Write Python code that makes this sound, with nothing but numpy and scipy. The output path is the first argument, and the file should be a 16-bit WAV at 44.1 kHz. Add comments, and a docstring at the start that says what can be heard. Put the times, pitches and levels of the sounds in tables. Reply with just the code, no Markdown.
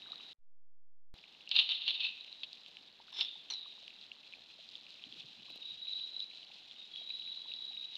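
"""A thin steam whistle, pops and plops over sizzling oil: curry simmers in a wide metal pan near a phone.
The sound cuts out early for 0.8 s. Water then meets hot fat and splutters three times, ringing the
pan and pockets in the food. Later, steam sings through small gaps in the gravy and the phone is bumped
softly. Throughout, fine bubbles sizzle in the oil, single ones pop, slow ones plop in the thick gravy."""
import sys
import numpy as np
from scipy import signal
from scipy.fft import rfft, irfft, next_fast_len
from scipy.io import wavfile
from scipy.ndimage import uniform_filter1d, map_coordinates

SR = 44100
rng = np.random.default_rng(int(sys.argv[2]) if len(sys.argv) > 2 else 0)


def store_pcm(level_fs):
    """Save levels as 16-bit WAV."""
    pcm = np.round(np.clip(level_fs, -1, 1) * 32767).astype(np.int16)
    wavfile.write(sys.argv[1], SR, np.atleast_2d(pcm).T)


N = 351477
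MUTE_START_S, MUTE_END_S = 0.331, 1.141

# how hard the oil fries: time_s, level_db
SIMMER_LEVEL = [(0, -64), (0.32, -61), (1.3, -65.5), (2.7, -62.5), (2.95, -66), (3.9, -62.5), (4.3, -63),
                (4.9, -60.5), (6.3, -61.5), (7.95, -61.5)]
# spray spectrum: freq_hz, gain_db
SPRAY_SPECTRUM = [(100, -35.5), (350, -38), (900, -22), (1700, -22), (2200, -12), (2650, 3.5), (3700, 8.5),
                  (4400, 0), (5200, -20.5), (6500, -35), (9000, -53.5), (15500, -55.5)]
# pan resonances: freq_hz, width_hz, gain_db
PAN_MODES = [(373, 48, -2.5), (922, 190, -0.5), (1234, 41, 0), (1833, 430, -3), (2068, 20, 7.5),
             (2290, 260, 1)]
# resonant pockets in the food: freq_hz, width_hz, gain_db
POCKET_MODES = [(2767, 38, 0.5), (3010, 68, -1), (3340, 52, -14), (3667, 72, 2.5), (3900, 36, 4),
                (4186, 60, -1.5)]


def amp(db):
    """Decibels to gain."""
    return 10 ** (np.asarray(db) / 20)


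def unit(x):
    """Scale to rms 1."""
    return x / np.sqrt(np.mean(x ** 2) + 1e-20)


def steady(x, span_samples):
    """Hold the running rms near 1, keeping the quick flicker."""
    return x / np.sqrt(np.abs(uniform_filter1d(x ** 2, size=span_samples)) + 1e-4)


def curve(rows):
    """Interpolate (time_s, value) rows at every sample."""
    return np.interp(np.arange(N) / SR, *np.transpose(rows))


def wobble(rate_hz):
    """Smooth random curve with rate_hz knots a second."""
    knots = rng.standard_normal(int(N * rate_hz / SR) + 4)
    return map_coordinates(knots, [np.arange(N) * rate_hz / SR])


def surge(t, hold_s, rise_db_per_s, fall_db_per_s):
    """Gain that climbs to 1 at t = 0, holds, then decays."""
    return amp(-rise_db_per_s * np.maximum(-t, 0) - fall_db_per_s * np.maximum(t - hold_s, 0))


def add(track, start_s, sound):
    """Mix a sound in at start_s."""
    part = track[max(round(start_s * SR), 0):][:len(sound)]
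    part += sound[:len(part)]


def colour(x, spectrum, taps=2048):
    """Minimum-phase filter through (freq_hz, gain_db) points."""
    freq_hz, gain_db = np.transpose(spectrum)
    gain = amp(np.interp(np.log(np.fft.rfftfreq(taps, 1 / SR) + 1), np.log(freq_hz), gain_db))
    cepstrum = irfft(np.log(gain))
    cepstrum[1:taps // 2] *= 2
    cepstrum[taps // 2 + 1:] = 0
    return signal.fftconvolve(x, irfft(np.exp(rfft(cepstrum))))[:len(x)]


def resonate(x, modes):
    """Ring fixed modes, each squared for deep valleys between them; rms 1."""
    size = next_fast_len(N + SR // 2)
    f = np.fft.rfftfreq(size, 1 / SR)
    response = sum(amp(gain_db) * (2j * f * width_hz / (hz * hz - f * f + 2j * f * width_hz)) ** 2
                   for hz, width_hz, gain_db in modes)
    return unit(irfft(rfft(x, size) * response, size)[:N])


def cavity(x, pitch_hz, width_hz):
    """Steep resonance whose pitch may glide; rms 1."""
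    carrier = np.exp(2j * np.pi * np.cumsum(pitch_hz) / SR)
    pole = np.exp(-np.pi * width_hz / SR)
    baseband = signal.lfilter([1], np.poly([pole, pole]), x / carrier)
    return unit((baseband * carrier).real)


def crackle(rate_hz, spread_db):
    """Impulses at random times, sizes uniform over +-spread_db; rms 1."""
    when, size, sign = rng.random((int(rate_hz * N / SR), 3)).T
    impulses = amp(spread_db * (2 * size - 1)) * np.sign(sign - .5)
    return unit(np.bincount((when * N).astype(int), impulses, N))


def ping(pitch_hz, swell_cycles, glide=0):
    """Sine that swells to 1 and dies; its pitch rises by about the fraction glide."""
    t = np.arange(int(16 * swell_cycles * SR / pitch_hz)) / SR
    age = t * pitch_hz / swell_cycles
    freq_hz = pitch_hz * (1 + glide * np.tanh((age - 1) / 4))
    return age * np.exp(1 - age) * np.sin(2 * np.pi * np.cumsum(freq_hz) / SR)


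def pings(rows, swell_cycles, glide=0, gain_db=0):
    """One ping per (start_s, level_db, pitch_hz) row."""
    out = np.zeros(N)
    for start_s, level_db, pitch_hz in rows:
        add(out, start_s, amp(level_db + gain_db) * ping(pitch_hz, swell_cycles, glide))
    return out


def stray_bubbles(count, centre_hz, log_spread, floor_db, range_db):
    """Random (start_s, level_db, pitch_hz) rows, mostly faint."""
    when, size, pitch = rng.random((count, 3)).T
    pitch_hz = centre_hz * np.exp(log_spread * (2 * pitch - 1))
    return np.transpose([when * N / SR, floor_db + range_db * size ** 3, pitch_hz])


def handling(rub_gain_db=-11, rub_decay_s=0.061):
    """Fingers bump and rub the phone; its case ticks."""
    # soft bumps: start_s, level_db, pitch_hz
    bumps = [(5.067, -54, 290), (5.122, -64, 205), (5.17, -62, 156), (5.244, -59.5, 148),
             (5.386, -57.5, 210), (5.504, -60, 283), (5.723, -60.5, 164)]
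    # dry ticks: start_s, level_db
    ticks = [(2.685, -45), (5.503, -35.5), (5.56, -35)]
    # case response: freq_hz, gain_db
    case_spectrum = [(40, -22), (200, 14), (700, 16), (2000, -14), (15500, -9.5)]
    # finger friction: freq_hz, gain_db
    rub_spectrum = [(50, -28.5), (130, 5.5), (280, 4), (600, -8.5), (1200, -29), (4000, -51)]
    clicks, pressure, t = np.zeros(N), np.zeros(N), np.arange(SR // 5) / SR
    for start_s, level_db in ticks:
        clicks[round(start_s * SR)] = amp(level_db)
    for start_s, level_db, _ in bumps:
        add(pressure, start_s - .01, amp(level_db + rub_gain_db) * np.exp(-t / rub_decay_s))
    rubbing = pressure * unit(colour(rng.standard_normal(N), rub_spectrum))
    return pings(bumps, swell_cycles=0.97, gain_db=-5) + rubbing + colour(clicks, case_spectrum)


def gravy(churn_db=-70.5, opening_boost_db=4):
    """Thick sauce plops and churns; the churn is louder before the cut-out."""
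    # churning sauce: freq_hz, gain_db
    churn_spectrum = [(25, -9), (70, -8.5), (120, -5.5), (200, 2.5), (450, -1), (800, -0.5), (1300, -5.5),
                      (2200, -1.5), (4000, -24), (8000, -28.5), (15500, -32)]
    # big slow bubbles: start_s, level_db, pitch_hz
    plops = [(0.06, -58, 1470), (0.086, -61, 1126), (0.106, -60, 718), (0.13, -52, 1180),
             (0.199, -61, 1180), (3.0, -56, 880), (3.082, -59, 1370), (3.126, -58.5, 970),
             (3.356, -61.5, 830), (3.659, -58.5, 1090), (4.588, -62, 620), (5.483, -63, 1030),
             (6.501, -63.5, 795), (7.013, -64, 640), (7.456, -59.5, 940), (7.709, -62, 777)]
    level = amp(churn_db + opening_boost_db * (np.arange(N) / SR < MUTE_START_S))
    churn = level * unit(colour(crackle(rate_hz=6000, spread_db=7), churn_spectrum))
    faint = stray_bubbles(count=70, centre_hz=816, log_spread=0.46, floor_db=-72, range_db=12.5)
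    return (churn + pings(plops, swell_cycles=1.68, glide=0.15, gain_db=4)
            + pings(faint, swell_cycles=0.61, glide=0.087, gain_db=2.5))


def frying(gain_db=4.4, flutter_db=1, clump_db=1.5):
    """Small bubbles burst in the oil in clumps; the smallest merge into hiss."""
    # sizzling oil: freq_hz, gain_db
    sizzle_spectrum = [(900, -38.5), (1800, -31.5), (2200, -17.5), (2500, -5.5), (3200, -1.5), (4000, 3.5),
                       (4400, -6.5), (5000, -12), (6000, -20.5), (7200, -26), (8500, -36.5), (11000, -43),
                       (15500, -47)]
    bursts = crackle(rate_hz=2200, spread_db=9) + .55 * rng.standard_normal(N)
    clumps = amp(clump_db * wobble(rate_hz=110))
    sizzle = unit(colour(bursts * clumps, sizzle_spectrum))
    return sizzle * amp(curve(SIMMER_LEVEL) + gain_db + flutter_db * wobble(rate_hz=25))


def pops_and_puffs(accent_gain_db=2.13):
    """Bubble pops and short ringing puffs of steam, over fainter pops that follow the simmer level."""
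    # loudest bubble pops and short ringing puffs of steam: start_s, level_db, pitch_hz, swell_cycles
    accents = [(0.1194, -34.5, 3900, 3.5), (0.1575, -37, 3930, 2.4), (0.2072, -43, 2860, 1.1),
               (1.475, -40.5, 2820, 2.7), (1.4922, -34.5, 4560, 0.78), (2.209, -39, 3930, 2.5),
               (2.2465, -38.5, 3040, 0.66), (2.2794, -41, 2730, 0.82), (2.3273, -39, 4070, 2.8),
               (2.5307, -34.5, 3980, 0.99), (2.662, -41, 3040, 0.86), (2.7697, -35.5, 2920, 0.72),
               (3.538, -30.5, 4050, 1.8), (3.8798, -34.5, 3080, 0.7), (4.1172, -35.5, 2810, 1.6),
               (4.3364, -40, 2470, 2.6), (4.6899, -40.5, 4080, 0.94), (4.754, -35, 3460, 2),
               (5.039, -35.5, 3230, 1.6), (5.125, -38.5, 3370, 1.8), (5.2054, -39, 3440, 2.4),
               (5.8784, -34, 3894, 8.7), (5.9328, -32, 3810, 6.3), (5.997, -36.5, 3590, 2.4),
               (6.164, -36, 3950, 7.7), (6.2033, -31, 3660, 2.2), (6.43, -42.5, 3070, 1.6),
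               (6.7115, -41, 3360, 2.4), (6.9596, -34.5, 3330, 1.7), (7.104, -41.5, 2510, 2.3),
               (7.2213, -43, 2990, 2.3), (7.517, -39, 2750, 2.2), (7.538, -31.5, 3840, 3),
               (7.9549, -33.5, 3700, 1.3)]
    # tone on leaving the food: freq_hz, gain_db
    exit_spectrum = [(1200, -11), (2000, -5.5), (2500, 0), (4300, 1), (6000, -2), (12000, -4)]
    crowd = stray_bubbles(count=600, centre_hz=3507, log_spread=0.32, floor_db=-56.5, range_db=9)
    snaps = stray_bubbles(count=55, centre_hz=3160, log_spread=0.28, floor_db=-46, range_db=7)
    simmer_db = curve(SIMMER_LEVEL)
    out = pings(crowd, swell_cycles=2) + pings(snaps, swell_cycles=1.3)
    out *= amp(simmer_db - simmer_db.mean())
    for start_s, level_db, pitch_hz, swell_cycles in accents:
        add(out, start_s, amp(level_db + accent_gain_db) * ping(pitch_hz, swell_cycles))
    return colour(out, exit_spectrum)


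def steam(width_hz=160, gain_db=0.5, flutter_db=0.9, waver_hz=18):
    """Quick puffs of steam ring narrow gaps in the gravy, which open faster than they close."""
    # steam jets: start_s, hold_s, level_db, pitch_hz
    jets = [(0.0, 0.29, -56, 3850), (2.035, 0.0097, -37.5, 2593), (2.085, 0.12, -65.5, 2550),
            (2.2, 0.29, -59.5, 3860), (5.509, 0.027, -52, 3930), (5.625, 0.049, -52, 3820),
            (5.692, 0.0068, -46, 3800), (5.806, 0.04, -47, 3850), (5.886, 0.16, -43, 3920),
            (6.135, 0.015, -50, 3950), (6.204, 0.027, -45, 3917), (6.304, 0.13, -57.5, 3960),
            (6.788, 0.054, -53.5, 3750), (6.946, 0.053, -51, 3335), (6.95, 0.15, -50, 3886),
            (7.115, 0.29, -45.5, 3910), (7.12, 0.53, -59, 3390), (7.488, 0.36, -46.5, 3866),
            (7.925, 0.03, -50, 3833)]
    out, t = np.zeros(N), np.arange(N) / SR
    puffs = crackle(rate_hz=900, spread_db=4)
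    detune_hz = waver_hz * wobble(rate_hz=14)
    flow = amp(gain_db + flutter_db * wobble(rate_hz=20))
    for start_s, hold_s, level_db, pitch_hz in jets:
        near = np.abs(t - start_s - hold_s / 2) < hold_s / 2 + .3
        ring = steady(cavity(puffs[near], pitch_hz + detune_hz[near], width_hz), span_samples=2200)
        opening = surge(t[near] - start_s, hold_s, rise_db_per_s=419.5, fall_db_per_s=224)
        out[near] += amp(level_db) * opening * ring
    return flow * out


def boiling():
    """Dense crackle of water flashing to steam."""
    return crackle(rate_hz=2600, spread_db=8)


def drops(swell_db=19, fall_db=8.7, sag_s=0.047, fresh_s=0.044, upper_db=-8.5, pan_db=-13, pocket_db=-11):
    """A drop boils off in a ringing cavity; an upper mode, the pan and the pockets join in at first."""
    # water drops: start_s, swell_s, level_db, fall_s, end_hz, sag_hz, width_hz, upper_ratio, spray_db
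    landings = [(3.124, 0.077, -38, 0.094, 3556, 60.4, 390, 1.477, -7.5),
                (3.501, 0.00087, -41, 0.14, 3814, 464, 262, 1.39, -17)]
    out = np.zeros(N)
    surroundings = amp(pan_db) * resonate(boiling(), PAN_MODES)
    surroundings += amp(pocket_db) * resonate(boiling(), POCKET_MODES)
    spray = unit(colour(boiling(), SPRAY_SPECTRUM))
    for start_s, swell_s, level_db, fall_s, end_hz, sag_hz, width_hz, upper_ratio, spray_db in landings:
        bursts = boiling()
        age_s = np.maximum(np.arange(N) / SR - start_s, 0)
        pitch_hz = end_hz + sag_hz * np.exp(-age_s / sag_s)
        fresh = np.exp(-(np.maximum(age_s - swell_s, 0) / fresh_s) ** 2)
        ring = steady(cavity(bursts, pitch_hz, width_hz), span_samples=1500)
        upper = amp(upper_db) * cavity(bursts, pitch_hz * upper_ratio, width_hz=380)
        envelope = (age_s > 0) * surge(age_s - swell_s, 0, swell_db / swell_s, fall_db / fall_s)
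        out += amp(level_db) * envelope * (ring + fresh * (upper + surroundings) + amp(spray_db) * spray)
    return out


def spitting(gain_db=1.5, spray_gain=0.18, spray_t60_s=0.048):
    """Hot fat spits: a sharp crack, then a brief spray."""
    # spits of fat: start_s, level_db
    spits = [(1.514, -20), (1.5638, -15.5), (1.5892, -18), (1.5962, -17.5), (1.6917, -21.5),
             (1.8795, -17.5), (1.9066, -21), (2.0042, -27), (2.4338, -26.5), (3.2098, -18.5),
             (3.5014, -30.5)]
    out, t = np.zeros(N), np.arange(SR // 6) / SR
    for start_s, level_db in spits:
        burst = spray_gain * rng.standard_normal(len(t)) * amp(-60 * t / spray_t60_s)
        burst[0] = 2  # the crack
        spit = colour(burst, SPRAY_SPECTRUM)
        add(out, start_s, amp(level_db + gain_db) * spit / np.abs(spit).max())
    return out


def splutter(rise_db_per_s=517.5, linger_db=-11.5, spray_db=-3, pocket_db=-1.5, pan_db=-26):
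    """Water on hot fat flares up and leaves a lingering sizzle; the crackle rings pockets and pan."""
    # flare-ups of boiling: crest_s, level_db
    flares = [(1.525, -47), (1.562, -31), (1.595, -28.5), (1.712, -33.5), (1.751, -40.5), (1.82, -43.5),
              (1.886, -34.5), (1.95, -40), (2.012, -41.5), (2.049, -35)]
    power, t = np.zeros(N), np.arange(N) / SR
    for crest_s, level_db in flares:
        near = np.abs(t - crest_s) < 1
        flare = surge(t[near] - crest_s, 0, rise_db_per_s, fall_db_per_s=395.5)
        linger = amp(linger_db) * surge(t[near] - crest_s, 0, rise_db_per_s, fall_db_per_s=75)
        power[near] += (amp(level_db) * (flare + linger)) ** 2
    spray = amp(spray_db) * unit(colour(boiling(), SPRAY_SPECTRUM))
    pockets = amp(pocket_db) * steady(resonate(boiling(), POCKET_MODES), span_samples=1500)
    pan = amp(pan_db) * resonate(boiling(), PAN_MODES)
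    return np.sqrt(power) * (spray + pockets + pan)


def scene():
    """Pan and phone, mono."""
    pan = frying() + splutter() + spitting() + drops() + steam() + pops_and_puffs() + gravy()
    return (pan + handling())[None]


def record(dry, mute_db=-58, hiss_db=-99, offset_db=-46, offset_wait_s=0.054, offset_rise_s=0.06,
           cutoff_hz=15500):
    """Cut out to a trace of hiss, return with a soft click, low-pass."""
    t = np.arange(N) / SR
    muted = (t > MUTE_START_S) & (t < MUTE_END_S)
    hiss = amp(hiss_db) * unit(signal.lfilter([1], [1, -.97], rng.standard_normal(N)))
    # a DC offset builds while muted and snaps back: the click
    offset_age_s = np.maximum(t - MUTE_START_S - offset_wait_s, 0)
    offset = muted * amp(offset_db) * (1 - np.exp(-offset_age_s / offset_rise_s))
    mix = dry * np.where(muted, amp(mute_db), 1) + hiss + offset
    size = next_fast_len(N + SR // 2)
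    passband = np.fft.rfftfreq(size, 1 / SR) < cutoff_hz
    return irfft(rfft(mix, size) * passband, size)[..., :N]


dry = scene()
out = record(dry)
store_pcm(out)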